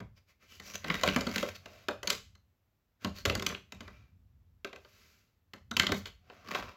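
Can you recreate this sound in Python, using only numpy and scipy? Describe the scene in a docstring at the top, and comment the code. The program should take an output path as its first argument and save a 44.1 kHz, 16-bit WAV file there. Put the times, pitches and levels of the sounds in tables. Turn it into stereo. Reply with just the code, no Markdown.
"""Picking pump parts out of a plastic tray

Plastic pump parts are picked out of a thin tray on a table, close to the microphone in a small room.
Funnels click together and knock on the tray, which rings hollow and booms on the table.
Between the knocks, fingers, tubing and the motor housing slide over the plastic, scraping and hissing."""
import sys
import numpy as np
from scipy import signal
from scipy.io import wavfile

SR = 44100
rng = np.random.default_rng(int(sys.argv[2]) if len(sys.argv) > 2 else 0)


def inscribe(sig):
    """Save sig as 16-bit PCM at rate SR to the path in sys.argv[1].

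    A 1-D sig is mono; a 2-D sig holds one channel per row.
    Samples are clipped to [-1, 1] before scaling.
    """
    pcm = np.round(np.clip(np.atleast_2d(sig).T, -1, 1) * 32767)
    wavfile.write(sys.argv[1], SR, pcm.astype(np.int16))


N = 298116
TIME = np.arange(N) / SR

# Each time a part hits the tray or another part. The tray's pitch is low on its floor, high on a wall.
# start_s, strength_db, weight_db, hardness_db, part_hz, tray_hz
KNOCKS = [(.002, -57, 10.5, 1, 2210, 172), (0.5978, -46, -9, 0.5, 1890, 188),
          (0.8428, -40.5, -2.5, -5.5, 2080, 149), (0.881, -41.5, -2, -1, 2020, 180),
          (0.9, -28.5, -6, -15, 2270, 167), (.9408, -35.5, -6, -2.5, 1960, 164),
          (1.034, -25.5, -3.5, -1, 3140, 651.6), (1.0753, -28, -3.5, -2, 2130, 172),
          (1.0866, -24, -28.5, -20, 2850, 191), (1.1609, -30, 4.5, 2, 2150, 239),
          (1.208, -38.5, -2, 5.5, 4720, 603), (1.2672, -39.5, 9, 2, 4400, 240),
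          (1.3588, -32, -4, 4, 1990, 196), (1.3804, -28, -30, -3, 2570, 190),
          (1.4275, -38.5, 9, 3, 3260, 546), (1.6574, -47.5, -4.5, -2.5, 2730, 584),
          (1.884, -33, 1, -2, 2450, 565), (2.0297, -41, -5.5, 3, 2040, 570),
          (2.073, -28.5, -17, 3.5, 4390, 185), (2.1016, -23.5, -23, 4, 3340, 425),
          (2.351, -63, -10, 1.5, 4160, 200), (3.046, -35, 1.5, 0.5, 3050, 195),
          (3.2523, -28, -4, -1.5, 1920, 575), (3.257, -28, -30, 3, 2300, 590),
          (3.2972, -26.5, -7, -8.5, 2760, 505), (3.351, -34.5, -4.5, 5, 4600, 206),
          (3.396, -38, -9.5, -0.5, 2200, 390), (3.4226, -39.5, 1, 5.5, 2520, 390),
          (3.464, -25.5, -18.5, 1.5, 2380, 180), (3.5465, -37.5, -14.5, -23, 2660, 352),
          (3.7212, -44.5, -9, 0.5, 2570, 190), (3.8057, -47.5, -1, 0, 2980, 210),
          (3.8771, -54, -1.5, -2.5, 2220, 213), (4.6458, -38.5, -3.5, -4.5, 2440, 550),
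          (4.729, -48, -3, -9, 2550, 563), (4.7593, -51, -7, -3, 2580, 690),
          (4.8473, -58, -4.5, -17, 3060, 540), (5.5342, -46.5, -6.5, -1, 1930, 196),
          (5.7111, -40.5, -1.5, 1.5, 3920, 222), (5.7666, -24, -17, -0.5, 3110, 194),
          (5.7963, -16, -20, -5.5, 2040, 189), (5.8325, -36, -3, -5, 4120, 199),
          (5.867, -25.5, -19, -7.5, 3350, 184), (5.8904, -41.5, 9.5, -10, 3860, 196),
          (5.919, -29.5, 0, 1, 2170, 209), (6.0559, -40, -19, -7, 3040, 705),
          (6.2984, -54.5, 1, -13, 2760, 730), (6.548, -30.5, -5, -8.5, 1080, 780)]
# The tones the loaded tray rings at (a fade time is how long a sound takes to drop 60 dB).
# pitch_hz, level_db, fade_s
TRAY_TONES = [(165, -1, .2), (197, 4, .24), (230, 4, .17), (315, -5, .14), (372, -2, .17), (392, -3, .2),
              (463, -6, .12), (585, 1.5, .11), (721, -1, .13), (1070, 0, .1), (1150, -1, .09),
              (1325, -1, .09), (1390, -3, .09), (1565, -3, .07), (2050, -1, .055), (2360, -2, .03),
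              (2650, -2, .03), (3005, -1, .035), (3255, -2, .035), (3800, -2, .03), (4360, -1, .03),
              (4810, -2, .03), (5900, -5, .02), (6600, -4, .02)]
# The four bands of a knock: hollow tray, tray wall, clack of the part, tick of its edge.
# low_hz, high_hz, loud_s, fade_s, tray_db, level_db, weight_share, hardness_share, pan_db
KNOCK_BANDS = [(144.2, 646, 0.01, 0.18, 0, 0, 0.94, 0, -3.5),
               (978, 1610, 0.0043, 0.044, -8.5, 0, 0.63, 0, 1.4),
               (1800, 4330, 0.0042, 0.0075, -5.5, 3.24, 0.08, 0, -5.5),
               (4600, 14700, 0.011, .013, -18.5, -3, 0.013, 1, 0.5)]
# The tones of a small part: multiple_of_part_hz, level_db
PART_TONES = [(1.001, 12.5), (1.46, 4), (1.8, -13.5), (2.12, -5)]


def knocks(bounce_gain=0.61, bounce_min_s=0.0016, part_width_hz=320, firm_contact_s=.0004, firm_db=-24):
    """Each hit rings the tray and a clatter of short tones; weight adds lows, hardness adds highs."""
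    t = np.arange(int(.3 * SR)) / SR
    hz, tone_db, ring_s = np.transpose(TRAY_TONES)
    tones = from_db(tone_db[:, None] - 60 * t / ring_s[:, None]) * np.exp(2j * np.pi * hz[:, None] * t)
    phase_spread = np.arccos(np.clip(at_hz(STEREO_LIKENESS, hz), -1, 1)) / 2
    out = np.zeros((2, N + len(t)))
    for start_s, strength_db, weight_db, hardness_db, part_hz, tray_hz in KNOCKS:
        # where the hit lands decides how strongly each tone rings
        strengths = from_db(3 * rng.standard_normal(len(hz)))
        strengths *= np.where(hz < 660, 1, rng.choice([-1, 1], len(hz)))   # low tones start in step
        phases = np.exp(1j * phase_spread * rng.standard_normal((2, len(hz))))
        tray = np.imag(strengths * phases @ tones)
        since_bounce = t - bounce_min_s * (1 + rng.random())   # the light part touches a second time
        contact_s = firm_contact_s * from_db(.4 * (firm_db - strength_db))   # light hits settle slower
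        rise = 1 - np.exp(-t / contact_s)
        start = int(start_s * SR)
        for k, band in enumerate(KNOCK_BANDS):
            low_hz, high_hz, loud_s, fade_s, tray_db, level_db, weight_share, hard_share, pan_db = band
            bounce = bounce_gain * (since_bounce > 0) * from_db(-60 * abs(since_bounce) / fade_s)
            fade = np.hypot(from_db(-60 * t / fade_s), bounce)
            noise = stereo(rng.standard_normal((2, len(t))), np.sqrt(low_hz * high_hz))
            clatter = noise * fade * rise + 1e-18
            clatter += sum(from_db(db) * resonance(clatter, multiple * part_hz, part_width_hz)
                           for multiple, db in PART_TONES)
            layers = np.array([clatter, tray])
            if k == 0:   # the spot that is hit favours one hollow ring
                layers += from_db(7) * resonance(layers, tray_hz, tray_hz / 5.1)
                low_hz = np.clip(0.48 * tray_hz, low_hz, high_hz / 2)   # stiff walls skip deep tones
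            clatter, rings = filtered(layers, [low_hz, high_hz], "band", order=3 if k else 2)
            loud = int(loud_s * SR)   # the loud opening sets the levels
            hit = clatter / clatter[:, :loud].std() + from_db(tray_db) * rings / rings[:, :loud].std()
            hit /= hit[:, :loud].std(axis=1, keepdims=True)
            gain = from_db(strength_db + level_db + weight_share * weight_db + hard_share * hardness_db)
            out[:, start:start + len(t)] += panned(gain * hit, pan_db)
    return out[:, :N]


# Each slide of a finger or a part over plastic: peak_s, swell_s, level_db, smoothness_db, spot_hz
STROKES = [(0.178, 0.011, -66, 1.5, 4940), (0.301, .016, -67, 3.5, 2100), (0.438, .02, -64, 1.5, 2180),
           (0.539, .036, -59, 6, 2970), (0.684, .032, -50, 4.5, 5670), (0.751, 0.0079, -40.5, 3.5, 6140),
           (0.961, 0.071, -45, -0.5, 1960), (1.106, 0.076, -43.5, 0.5, 2420), (1.364, 0.077, -44, 2, 2150),
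           (1.484, 0.0078, -40.5, 1, 595), (1.556, 0.0055, -45.5, 2.5, 4385), (1.746, 0.084, -60, 1, 645),
           (2.126, 0.03, -45, 2.5, 3990), (3.036, 0.015, -55, 1, 1560), (3.184, 0.02, -50, 4, 4400),
           (3.503, 0.024, -49, -8.5, 2260), (3.892, 0.099, -66.5, -2, 2366),
           (5.014, 0.14, -65.5, 4.5, 11800), (5.975, 0.021, -59.5, 15.5, 630),
           (6.069, 0.0096, -50.5, 1.5, 3055), (6.375, .075, -64, -2.5, 713),
           (6.539, .04, -42.5, -2.5, 1130), (6.629, 0.063, -50.5, -4, 997)]
# The tone colours of a low drag, a middle scrape and a high hiss: pitch_hz, level_db
DRAG_COLOUR = [(120, -13), (190, 2.5), (300, -5), (420, -2), (580, 3), (790, -35), (1130, 0), (1600, -2.5),
               (2400, -25.5)]
SCRAPE_COLOUR = [(1200, -9), (2100, 8), (3200, -2), (4300, 6), (6000, -25)]
HISS_COLOUR = [(3200, -24.5), (4800, -0.5), (6800, -4.5), (15000, 1.5)]


def rubs(sticking_db=-55, fade_stretch=1.03):
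    """Each stroke swells and fades; it drags on a rough surface and hisses on a smooth one."""
    swells = []
    for peak_s, swell_s, level_db, *_ in STROKES:
        width_s = np.where(TIME < peak_s, swell_s, swell_s * fade_stretch)
        from_peak = ((TIME - peak_s) / width_s).clip(-6, 6)
        swells.append(from_db(level_db) * np.exp(-from_peak ** 2 / 2))
    power = np.array(swells) ** 2
    smoothness = from_db([db for *_, db, _ in STROKES]) ** 2
    drag, scrape, hiss = np.sqrt([(1 / smoothness) @ power, power.sum(axis=0), smoothness @ power])
    friction = slips(grip=drag / (drag + from_db(sticking_db)))   # light strokes glide, heavy ones stick
    mix = panned(from_db(-3) * drag * coloured_noise(friction, DRAG_COLOUR), pan_db=-3.5)
    mix += panned(from_db(-3) * scrape * coloured_noise(friction, SCRAPE_COLOUR), pan_db=-5)
    mix += from_db(-2) * hiss * coloured_noise(friction, HISS_COLOUR)
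    # the slips set the rubbed spot ringing, and the tray too
    force = friction * rng.standard_normal((2, N))
    for swell, (*_, spot_hz) in zip(swells, STROKES):
        spot_ring = rms_one(resonance(force, spot_hz, spot_hz / 14))
        mix += panned(from_db(-3) * swell * spot_ring, pan_db=-2)
    tray_ring = sum(resonance(mix, hz, np.log(1000) / (np.pi * fade_s)) for hz, _, fade_s in TRAY_TONES)
    return mix + from_db(-1) * tray_ring


def slips(grip, slips_per_s=160, slip_s=0.00088):
    """A smooth rubbing force breaks into tiny uneven slips as the grip grows from 0 to 1."""
    sizes = from_db(1.5 * np.minimum(rng.exponential(1, N), 3))
    kicks = sizes * (rng.random(N) < slips_per_s / SR) + 1e-18
    grains = signal.lfilter([1], [1, -np.exp(-1 / (slip_s * SR))], kicks)
    return np.sqrt(grip * rms_one(grains) ** 2 + 1 - grip)


# The tray's rumble as the hand leans on it: time_s, level_db
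HAND_RUMBLE = [(0.0, -37), (0.26, -75.5), (1.09, -43), (1.73, -63), (2.16, -50.5), (2.56, -75),
               (2.99, -78.5), (3.07, -39), (3.18, -59), (3.29, -33.5), (3.73, -62), (3.76, -52),
               (5.44, -72.5), (5.91, -40), (6.16, -82.5), (6.67, -44.5), (6.76, -82)]
# The tone colour of the boom: pitch_hz, level_db
BOOM_COLOUR = [(25, -12.5), (45, 0), (65, -8.5), (88, -5.5), (120, -16), (165, -11.5), (230, -15.5)]


def tray_boom(rise_s=0.0042, fade_s=0.9, tray_floor_hz=200):
    """The tray booms at its deepest tone after heavy knocks on its floor, and softly under the hand."""
    power = from_db(np.interp(TIME, *np.transpose(HAND_RUMBLE)) - 3) ** 2
    for start_s, strength_db, weight_db, *_, tray_hz in KNOCKS:
        start = int(start_s * SR)
        t = TIME[:N - start][:SR]
        envelope = (1 - np.exp(-t / rise_s)) * from_db(-60 * t / fade_s)
        gain = from_db(strength_db + weight_db - 17) * tray_floor_hz / tray_hz
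        power[start:start + SR] += (gain * envelope) ** 2
    rumble = coloured_noise(np.ones(N), BOOM_COLOUR)
    boom = rms_one(rumble + 8 * resonance(rumble, hz=91.5, width_hz=23))
    return panned(np.sqrt(power) * boom, pan_db=-1.75)


# How long the room rings at each pitch: pitch_hz, fade_s
ROOM_FADE = [(100, 0.031), (500, 0.25), (2000, 0.32), (6000, 0.32), (14000, 0.31)]


def room_reverb(x, level_db=-10, build_s=0.0017, bass_hz=220):
    """Countless reflections in a small furnished room build up and die away."""
    t = np.arange(SR // 2) / SR
    build_up = 1 - np.exp(-(t / build_s) ** 2)
    tail = band_noise(build_up, lambda hz: from_db(-60 * t / at_hz(ROOM_FADE, hz)), ROOM_FADE)
    tail = rms_one(tail) / np.sqrt(len(t))
    bass = filtered(tail.mean(axis=0), bass_hz, "low")   # long waves reach left and right alike
    response = bass - filtered(tail, bass_hz, "high")
    return from_db(level_db) * signal.fftconvolve(x, response, axes=1)[:, :N]


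def wall_echoes(x, round_trip_s=0.024, first_db=-14, trip_loss_db=9, smear_s=0.0015):
    """Two walls throw the sound back and forth; furniture smears each return."""
    t = np.arange(SR // 8) / SR
    response = 0
    for k in range(2):
        since_echo = t - (k + 1) * round_trip_s
        echo = rng.standard_normal((2, len(t))) * (since_echo > 0) * np.exp(-abs(since_echo) / smear_s)
        response += from_db(first_db - k * trip_loss_db) * rms_one(echo) / np.sqrt(len(t))
    return signal.fftconvolve(x, filtered(response, 900, "high"), axes=1)[:, :N]


# The tone colour of the background: pitch_hz, level_db
BACKGROUND_COLOUR = [(25, -14), (50, 0), (120, -7), (300, -14), (1000, -19), (3000, -25), (7000, -31),
                     (11000, -20), (15000, -18)]


def background(level_db=-75):
    """A very faint, steady rumble and hiss."""
    return from_db(level_db) * coloured_noise(np.ones(N), BACKGROUND_COLOUR)


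# How alike left and right sound (1 is identical): pitch_hz, likeness
STEREO_LIKENESS = [(170, 0.95), (300, 0.97), (600, 0.096), (1500, 0.25), (4000, 0), (12000, 0.13)]


def stereo(pair, hz):
    """Two unrelated signals become left and right, alike in the bass."""
    alike = np.clip(at_hz(STEREO_LIKENESS, hz), -1, 1)
    return np.sqrt(1 + alike) * pair[0] + np.sqrt(1 - alike) * pair[1] * np.array([[1], [-1]])


def band_noise(force, gain, table):
    """Stereo noise that follows a force, in half-octave bands over a table's range, each times gain(hz)."""
    edges = 22 * 2 ** np.arange(0, 10, .5)
    white = force * rng.standard_normal((2, 2, len(force))) + 1e-18
    out = 0
    for k, (low, high) in enumerate(zip(edges, edges[1:])):
        if high > table[0][0] and low < table[-1][0]:
            hz = np.sqrt(low * high)
            out += gain(hz) * stereo(filtered(white[k % 2], [low, high], "band"), hz)
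    return out


def coloured_noise(force, colour):
    """Stereo noise with a given tone colour and an average level of 1."""
    return rms_one(band_noise(force, lambda hz: from_db(at_hz(colour, hz)), colour))


def resonance(x, hz, width_hz):
    """Make a sound ring around one pitch."""
    r = np.exp(-np.pi * width_hz / SR)
    feedback = [1, -2 * r * np.cos(2 * np.pi * hz / SR), r * r]
    return signal.lfilter(np.array([1, 0, -1]) * (1 - r * r) / 2, feedback, x)


def filtered(x, hz, kind, order=2):
    """Keep the lows, the highs or a band."""
    return signal.sosfilt(signal.butter(order, np.clip(hz, 10, .45 * SR), kind, fs=SR, output="sos"), x)


def panned(x, pan_db):
    """Move a sound left (positive) or right (negative)."""
    return x * from_db(np.array([[.5], [-.5]]) * pan_db)


def at_hz(table, hz):
    """Read a table at any pitch, gliding between its rows."""
    pitches, values = np.transpose(table)
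    return np.interp(np.log(hz), np.log(pitches), values)


def from_db(db):
    """Turn decibels into a gain."""
    return 10 ** (np.asarray(db) / 20)


def rms_one(x):
    """Scale to an average (rms) level of 1."""
    return x / np.sqrt(np.mean(x ** 2) + 1e-20)


def scene():
    """Knocks and rubs echo in the room, over the tray's boom and a faint background."""
    plastic = knocks() + rubs()
    return plastic + room_reverb(plastic) + wall_echoes(plastic) + tray_boom() + background()


def record(dry, gap_low_hz=7500, gap_high_hz=10400, bass_cut_hz=42, top_cut_hz=16000):
    """The microphone drops the deepest bass, has a deep dip near 9 kHz and weak treble above it."""
    below_gap = filtered(dry, gap_low_hz, "low", order=10)
    above_gap = from_db(-10) * filtered(dry, gap_high_hz, "high", order=6)
    heard = filtered(below_gap + above_gap, bass_cut_hz, "high", order=3)
    return signal.sosfilt(signal.ellip(10, .3, 80, top_cut_hz, fs=SR, output="sos"), heard)


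dry = scene()
out = record(dry)
inscribe(out)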